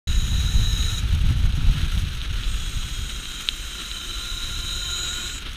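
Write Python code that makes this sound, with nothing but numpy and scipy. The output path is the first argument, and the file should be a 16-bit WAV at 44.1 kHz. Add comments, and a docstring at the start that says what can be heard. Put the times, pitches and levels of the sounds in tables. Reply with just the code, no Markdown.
"""An asphalt path, heard from just above the deck of a rolling electric mountain board.
The rider drives, coasts for about a second and drives on through a bend. Under power the switched
motor current whistles, the transmission's teeth rasp through the mounts and the shafts hum.
The tyres hiss and flick grit against the board, and wind buffets the microphone."""
import sys
import numpy as np
from scipy import signal
from scipy.fft import rfft, irfft, next_fast_len
from scipy.io import wavfile

SR = 44100
rng = np.random.default_rng(int(sys.argv[2]) if len(sys.argv) > 2 else 0)


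def store_pcm(level_fs):
    """Save levels as 16-bit WAV."""
    pcm = np.round(np.clip(level_fs, -1, 1) * 32767).astype(np.int16)
    wavfile.write(sys.argv[1], SR, np.atleast_2d(pcm).T)


N = 245195
TIME = np.arange(N) / SR
SWITCHING_HZ, CRUISE_HZ = 7616, 110  # the controller's switching rate; electrical speed at a cruise


def amp(db):
    """Decibels to gain."""
    return 10 ** (np.asarray(db) / 20)


def unit(x):
    """Scales to rms 1."""
    return x / np.sqrt(np.mean(abs(x) ** 2) + 1e-20)


def curves(rows):
    """Automation lanes: each column of a time table, one value a sample."""
    times, *columns = np.transpose(rows)
    return [np.interp(TIME, times, column) for column in columns]


def swell(s, half_s):
    """A smooth bump of height 1 around the time s."""
    return np.exp(-((TIME - s) / half_s) ** 2)


def colour(x, points):
    """EQ along a (Hz, dB) outline, falling 60 dB an octave beyond its ends; rms 1."""
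    hz, db = np.transpose(points)
    size = next_fast_len(N)
    octave, outline = np.log2(np.fft.rfftfreq(size, 1 / SR) + 1), np.log2(hz)
    beyond = abs(octave - np.clip(octave, outline.min(), outline.max()))
    gain = amp(np.interp(octave, outline, db) - 60 * beyond)
    return unit(irfft(rfft(x, size) * gain, size)[:N])


def drift(rate_hz):
    """A smooth, complex random modulator of rms 1, about rate_hz wide."""
    control_s = np.arange(2 ** 14) / 2500
    hz = np.fft.fftfreq(len(control_s), control_s[1])
    noise = rng.standard_normal((len(control_s), 2)) @ [1, 1j]
    smooth = np.fft.ifft(np.fft.fft(noise) / (1 + (hz / rate_hz) ** 2))
    return unit(np.interp(TIME, control_s, smooth))


def noise_band(hz, width_hz):
    """Narrow noise around one pitch."""
    return (drift(width_hz) * np.exp(2j * np.pi * hz * TIME)).real


def grains(per_s, spread_db):
    """Random tiny impacts, most small and a few large."""
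    size = amp(spread_db * np.minimum(rng.exponential(1, N), 4))
    return unit(size * rng.choice([-1, 1], N) * (rng.random(N) < per_s / SR))


def wind():
    """Slow eddies thump the microphone; stronger gusts break up into quicker flutter."""
    # airflow, easing as the board slows and turns: (time [s], buffet level [dB])
    airflow = [(.1, -25), (1.7, -24), (2.2, -28.5), (3, -29.5), (3.35, -35.5), (3.8, -38), (4.55, -31.5),
               (5.55, -36)]
    # single gusts: (time [s], buffet boost [dB], flutter boost [dB])
    gusts = [(.17, 5, -3), (.57, 11, 3), (1.24, 4.5, 2.5), (1.46, 6, 3), (1.659, 10, 4.5), (2.02, 6.5, 2.5),
             (2.3, 6, 2.5), (2.5, 5.5, 1.5), (3.65, 7, 2.5), (4.41, 5, -5), (4.6, 4.5, -2.5),
             (4.92, 11.5, -2), (5.48, 4, 3)]
    # tone of each layer: (frequency [Hz], level [dB])
    buffet_eq = [(8, -17), (18, 0), (28, 0), (45, 0), (62, -4), (85, -40), (200, -34.5)]
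    flutter_eq = [(35, -8), (58, 1.5), (80, 1.5), (120, -6.5), (170, -12), (250, -24.5), (400, -42),
                  (900, -39.5), (2000, -54)]
    gust_half_s = .0502
    air_db = curves(airflow)[0]
    buffet_db = air_db + sum(db * swell(s, gust_half_s) for s, db, _ in gusts)
    flutter_db = -26 + 1.792 * (air_db + 25)  # grows faster than the buffet
    flutter_db += sum(db * swell(s, gust_half_s) for s, _, db in gusts)
    buffet = amp(buffet_db) * colour(rng.standard_normal(N), buffet_eq)
    flutter = amp(flutter_db + 3.38 * drift(30.5).real) * colour(rng.standard_normal(N), flutter_eq)
    return buffet + flutter


def tyres():
    """The tread patters on asphalt; coarse patches swell the whole band and sand crackles."""
    # tone of the roar and of the top hiss: (frequency [Hz], level [dB])
    roar_eq = [(120, 2.5), (200, 3.5), (300, 2), (450, -4), (700, -12.5), (1080, -6), (1350, 4.5),
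               (1950, -2), (2350, 1), (3100, 6), (3450, 3.5), (3950, 5.5), (4400, -6), (5400, -12.5)]
    hiss_eq = [(5000, -26), (5600, -11), (6700, -6.5), (7400, -20), (7900, -13), (8450, -10), (9300, -20),
               (10200, -10.5), (11500, -24), (12800, -15.5), (15300, -23.5)]
    # coarse or sandy stretches: (middle [s], half length [s], overall boost [dB], extra on hiss [dB])
    patches = [(.12, 0.11, 1.55, -7.5), (0.901, .1, 1.23, 2.5), (1.805, 0.082, 2.5, 0.5),
               (1.961, 0.0615, 0, 4.5), (5.132, 0.178, 2, -2.5), (5.472, 0.032, 2, -5)]
    coarse_db = sum(db * swell(s, half_s) for s, half_s, db, _ in patches)
    sandy_db = sum(db * swell(s, half_s) for s, half_s, _, db in patches)
    roar_db = -38 + coarse_db + 2.225 * drift(51.7).real
    hiss_db = roar_db - 12.94 + sandy_db
    patter = unit(rng.standard_normal(N) + .529 * grains(per_s=900, spread_db=1.58))
    roar = amp(roar_db) * colour(patter, roar_eq)
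    hiss = amp(hiss_db + 2 * drift(28.5).real) * colour(patter, hiss_eq)
    t = np.arange(SR // 50) / SR
    burst = rng.standard_normal(len(t)) * np.exp(-t / .0037)
    crackle = signal.oaconvolve(grains(per_s=45, spread_db=3), burst)[:N]
    return roar + hiss + amp(hiss_db - 6) * colour(crackle, hiss_eq)


def grit():
    """Small stones strike the board; each tick rings for a few milliseconds."""
    # stone hits: (time [s], relative peak [dB], brightness centre [Hz])
    hits = [(.8272, -20.5, 3760), (1.5243, -20, 4600), (1.9774, -18, 3820), (2.216, -16.5, 3880),
            (2.4354, -18.5, 3210), (3.0964, -17, 3000), (3.2553, -18, 3000), (3.4879, 0, 3660),
            (3.9147, -15.5, 3820)]
    # the board's modes: (frequency [Hz], level [dB], t60 [s])
    modes = [(1400, -4, .005), (1760, -6, .005), (2300, -4, .003), (3050, 0, .0045), (3880, -3, .008),
             (5300, -24, .004), (6500, -20, .006), (8400, -16, .006), (10200, -14, .005)]
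    t, out = np.arange(SR // 30) / SR, np.zeros(N)
    for s, db, centre_hz in hits:
        tick = np.zeros(len(t))
        for k, (hz, mode_db, t60) in enumerate(modes):
            contact_db = -8 * np.log2(hz / centre_hz) ** 2  # a harder contact favours higher modes
            decay = amp(mode_db + contact_db - 60 * t / t60)
            tick += (-1) ** k * decay * np.sin(2 * np.pi * hz * t)  # neighbours swing in opposition
        tick *= np.minimum(t / .0002, 1)
        slot = out[round(s * SR):][:len(t)]
        slot += (amp(db - 1.5) * tick / abs(tick).max())[:len(slot)]
    return out


def motor_tones(partials, turns):
    """Tones locked to the turning motor, each a steady core in a blurred skirt."""
    return unit(sum(amp(db) * ((.7 + drift(blur_hz)) * np.exp(2j * np.pi * order * turns)).real
                    for order, db, blur_hz in partials))


def shaft_hum(turns, load_db, excess_hz):
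    """The shafts hum louder under load and at lower speed."""
    # shaft tones: (order [x electrical speed], level [dB], blur [Hz])
    shaft = [(3.25, -8.5, 7), (5, -17, 6), (6.5, -15, 24), (9.75, -11.5, 22), (13, 0, 36)]
    return amp(-41.5 + 1.063 * load_db - .18 * excess_hz) * motor_tones(shaft, turns)


def motor_fizz(ripple, load_db, excess_hz):
    """Bright noise pulsing with the torque ripple; a faster motor fizzes more."""
    # tone of the fizz: (frequency [Hz], level [dB])
    fizz_eq = [(4750, -19), (5280, 7), (5530, -12.5), (5850, 4), (6650, 8), (7000, 7), (7500, -14),
               (8100, -6.5), (8550, -0.5), (9200, -12), (10200, -3), (11400, -13), (12600, -5),
               (15300, -13)]
    level_db = -41 + .376 * load_db + .0219 * excess_hz
    return amp(level_db) * colour(rng.standard_normal(N) * ripple, fizz_eq)


def mounts(x):
    """Rings the motor mounts and truck: each mode is a band-pass applied twice."""
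    # resonances: (frequency [Hz], nominal width [Hz], level [dB])
    modes = [(1400, 200, -14), (1790, 130, -18.5), (2400, 450, -19), (3110, 280, -12), (3650, 120, -7),
             (3840, 200, 0), (4010, 170, -1), (5300, 280, -24)]
    out = np.zeros(N)
    for k, (hz, width_hz, db) in enumerate(modes):
        b, a = signal.iirpeak(hz, hz / (1.3 * width_hz), fs=SR)
        out += (-1) ** k * amp(db) * signal.lfilter(b, a, signal.lfilter(b, a, x))
    return unit(out)


def transmission(outer_turns, inner_turns, ripple, load_db, excess_hz):
    """Teeth rattle the mounts: clear tones under load, blurring into a rasp at higher speed."""
    # tooth tones: (order [x electrical speed], level [dB], blur [Hz])
    teeth = [(13, -1, 20), (28, 0, 34), (29, -1, 40), (33, -5, 25), (35, 0, 28), (37, 0, 28)]
    scrape = unit(rng.standard_normal(N) + .174 * grains(per_s=1300, spread_db=1.93)) * ripple
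    ring = mounts(motor_tones(teeth, inner_turns))
    bite = amp(-.5 + .25 * load_db - .1 * excess_hz)  # balance of ring to scrape
    rasp = amp(-31.5 + load_db) * (mounts(scrape) + bite * ring) / np.hypot(1, bite)
    # the outer wheel's teeth sing one tone of their own
    mesh = amp(-44 + .097 * load_db) * motor_tones([(28.15, 0, 22)], outer_turns)
    # a brief growl near the mounts' lowest resonance
    growl = amp(-40) * swell(.48, half_s=.01) * noise_band(1410, width_hz=77.5)
    return rasp + mesh + growl


def sidebands(turns, low7_db, low5_db, near_db, high7_db):
    """One motor's switched current sings either side of the switching rate, spaced by its speed."""
    # (order [x electrical speed], level [dB], roughness [0-1])
    tones = [(-7, low7_db, .4), (-5, low5_db + 1, .3), (-2, near_db - 2, .4),
             (2, near_db - 5, .4), (5, high7_db - 15, .6), (7, high7_db - 2, .75)]
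    out = np.zeros(N)
    for order, db, roughness in tones:
        waver = 1 + .17 * drift(9) + roughness * drift(75)
        cycles = SWITCHING_HZ * TIME + order * turns
        out += amp(db) * np.sqrt(2) * (waver * np.exp(2j * np.pi * cycles)).real
    return out


def controller_whistle(outer_turns, inner_turns, strain_db, excess_hz):
    """The controller makes both motors whistle, the inner one more softly."""
    # the two main tones: (time [s], shared level [dB], lean from the -7 to the -5 sideband [dB])
    whistle = [(.15, -43.5, 5), (.45, -48, -12), (.72, -41, -27), (.93, -44, 19), (2.55, -52, -8.5),
               (2.92, -48.5, -21.5), (3.3, -52, 3), (3.65, -54, 4.5), (4.35, -53.5, 4.5),
               (4.65, -47.5, -7.5), (5, -37.5, -13), (5.35, -43.5, -18)]
    shared_db, lean_db = curves(whistle)
    low7_db = shared_db - 10 * np.log10(1 + amp(lean_db) ** 2)
    low5_db = low7_db + lean_db
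    high7_db = -50.5 - .1524 * excess_hz  # the +7 sideband meets a housing resonance at a cruise
    outer = sidebands(outer_turns, low7_db, low5_db, strain_db, high7_db)
    inner = sidebands(inner_turns, low7_db - 14, low5_db - 14, strain_db - 12, high7_db - 6)
    return outer + inner


def drive():
    """Two motors and their transmission, following speed and load while the throttle is held."""
    # throttle held: (on [s], off [s])
    throttle = [(-1, 1.012), (2.31, 5.405)]
    # outer motor: (time [s], electrical speed [Hz])
    speed = [(.1, 136.3), (.65, 138), (1, 137.1), (2.55, 120.1), (2.8, 117.6), (3.6, 111), (4, 109.5),
             (5, 109.1), (5.4, 110.4)]
    # the inner motor lags in the bend: (time [s], speed [x outer motor])
    inner_ratio = [(0, 1.003), (2.4, .992), (3.3, .975), (4.1, .976), (4.5, .992), (4.95, .995),
                   (5.3, 1.013)]
    # load on the drive: (time [s], level against full load [dB])
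    load = [(.1, -6), (.45, -5), (.75, -1), (1, -1.5), (2.4, -23.5), (2.65, -12.5), (3.6, -11),
            (4.25, -4.5), (4.75, -2), (4.92, 0.5), (5.12, -1.5), (5.3, -3.5), (5.4, -17.5)]
    rise_s, fall_s = .2, .025
    gate = sum(np.clip((TIME - on) / rise_s, 0, 1) * np.clip((off - TIME) / fall_s, 0, 1)
               for on, off in throttle)
    speed_hz, load_db = curves(speed) + curves(load)
    excess_hz = speed_hz - CRUISE_HZ
    strain_db = np.interp(TIME, (4.75, 5.05), (-62, -48.5))  # swells late in the second push
    # electrical cycles run so far; bumps in the path jog each wheel's speed
    outer_turns = np.cumsum(speed_hz + .7 * drift(10).real) / SR
    inner_turns = np.cumsum(speed_hz * curves(inner_ratio)[0] + .6 * drift(10).real) / SR
    ripple = 1 + .22 * np.cos(4 * np.pi * outer_turns)  # torque presses the teeth twice a cycle
    whistle = controller_whistle(outer_turns, inner_turns, strain_db, excess_hz)
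    rasp = transmission(outer_turns, inner_turns, ripple, load_db, excess_hz)
    hum = shaft_hum(inner_turns, load_db, excess_hz)
    fizz = motor_fizz(ripple, load_db, excess_hz)
    winding_hiss = amp(strain_db + 5.5) * noise_band(SWITCHING_HZ, width_hz=330)
    return gate * (whistle + rasp + hum + fizz + winding_hiss)


def scene():
    """The whole mix sits dead centre."""
    mix = drive() + tyres() + wind() + grit()
    return np.array([mix, mix])


def record(dry):
    """Adds faint hiss in opposite polarity left and right, cuts in fast, rounds peaks, trims the top."""
    # (frequency [Hz], level [dB])
    hiss_eq = [(40, 5.5), (200, 11.5), (1000, -5.5), (3800, 12), (5000, 1), (7000, 6.5), (15000, -5)]
    start_s, ceiling, cutoff_hz = .0715, .92, 15350
    hiss = amp(-66.5) * colour(rng.standard_normal(N), hiss_eq)
    fade_in = np.clip((TIME - start_s) / .003, 0, 1)
    live = (dry + np.array([hiss, -hiss])) * fade_in
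    rounded = live / (1 + (live / ceiling) ** 8) ** (1 / 8)
    low_pass = signal.firwin(511, cutoff_hz, window=("kaiser", 9), fs=SR)
    return signal.oaconvolve(rounded, low_pass[None], "same", axes=1)


dry = scene()
out = record(dry)
store_pcm(out)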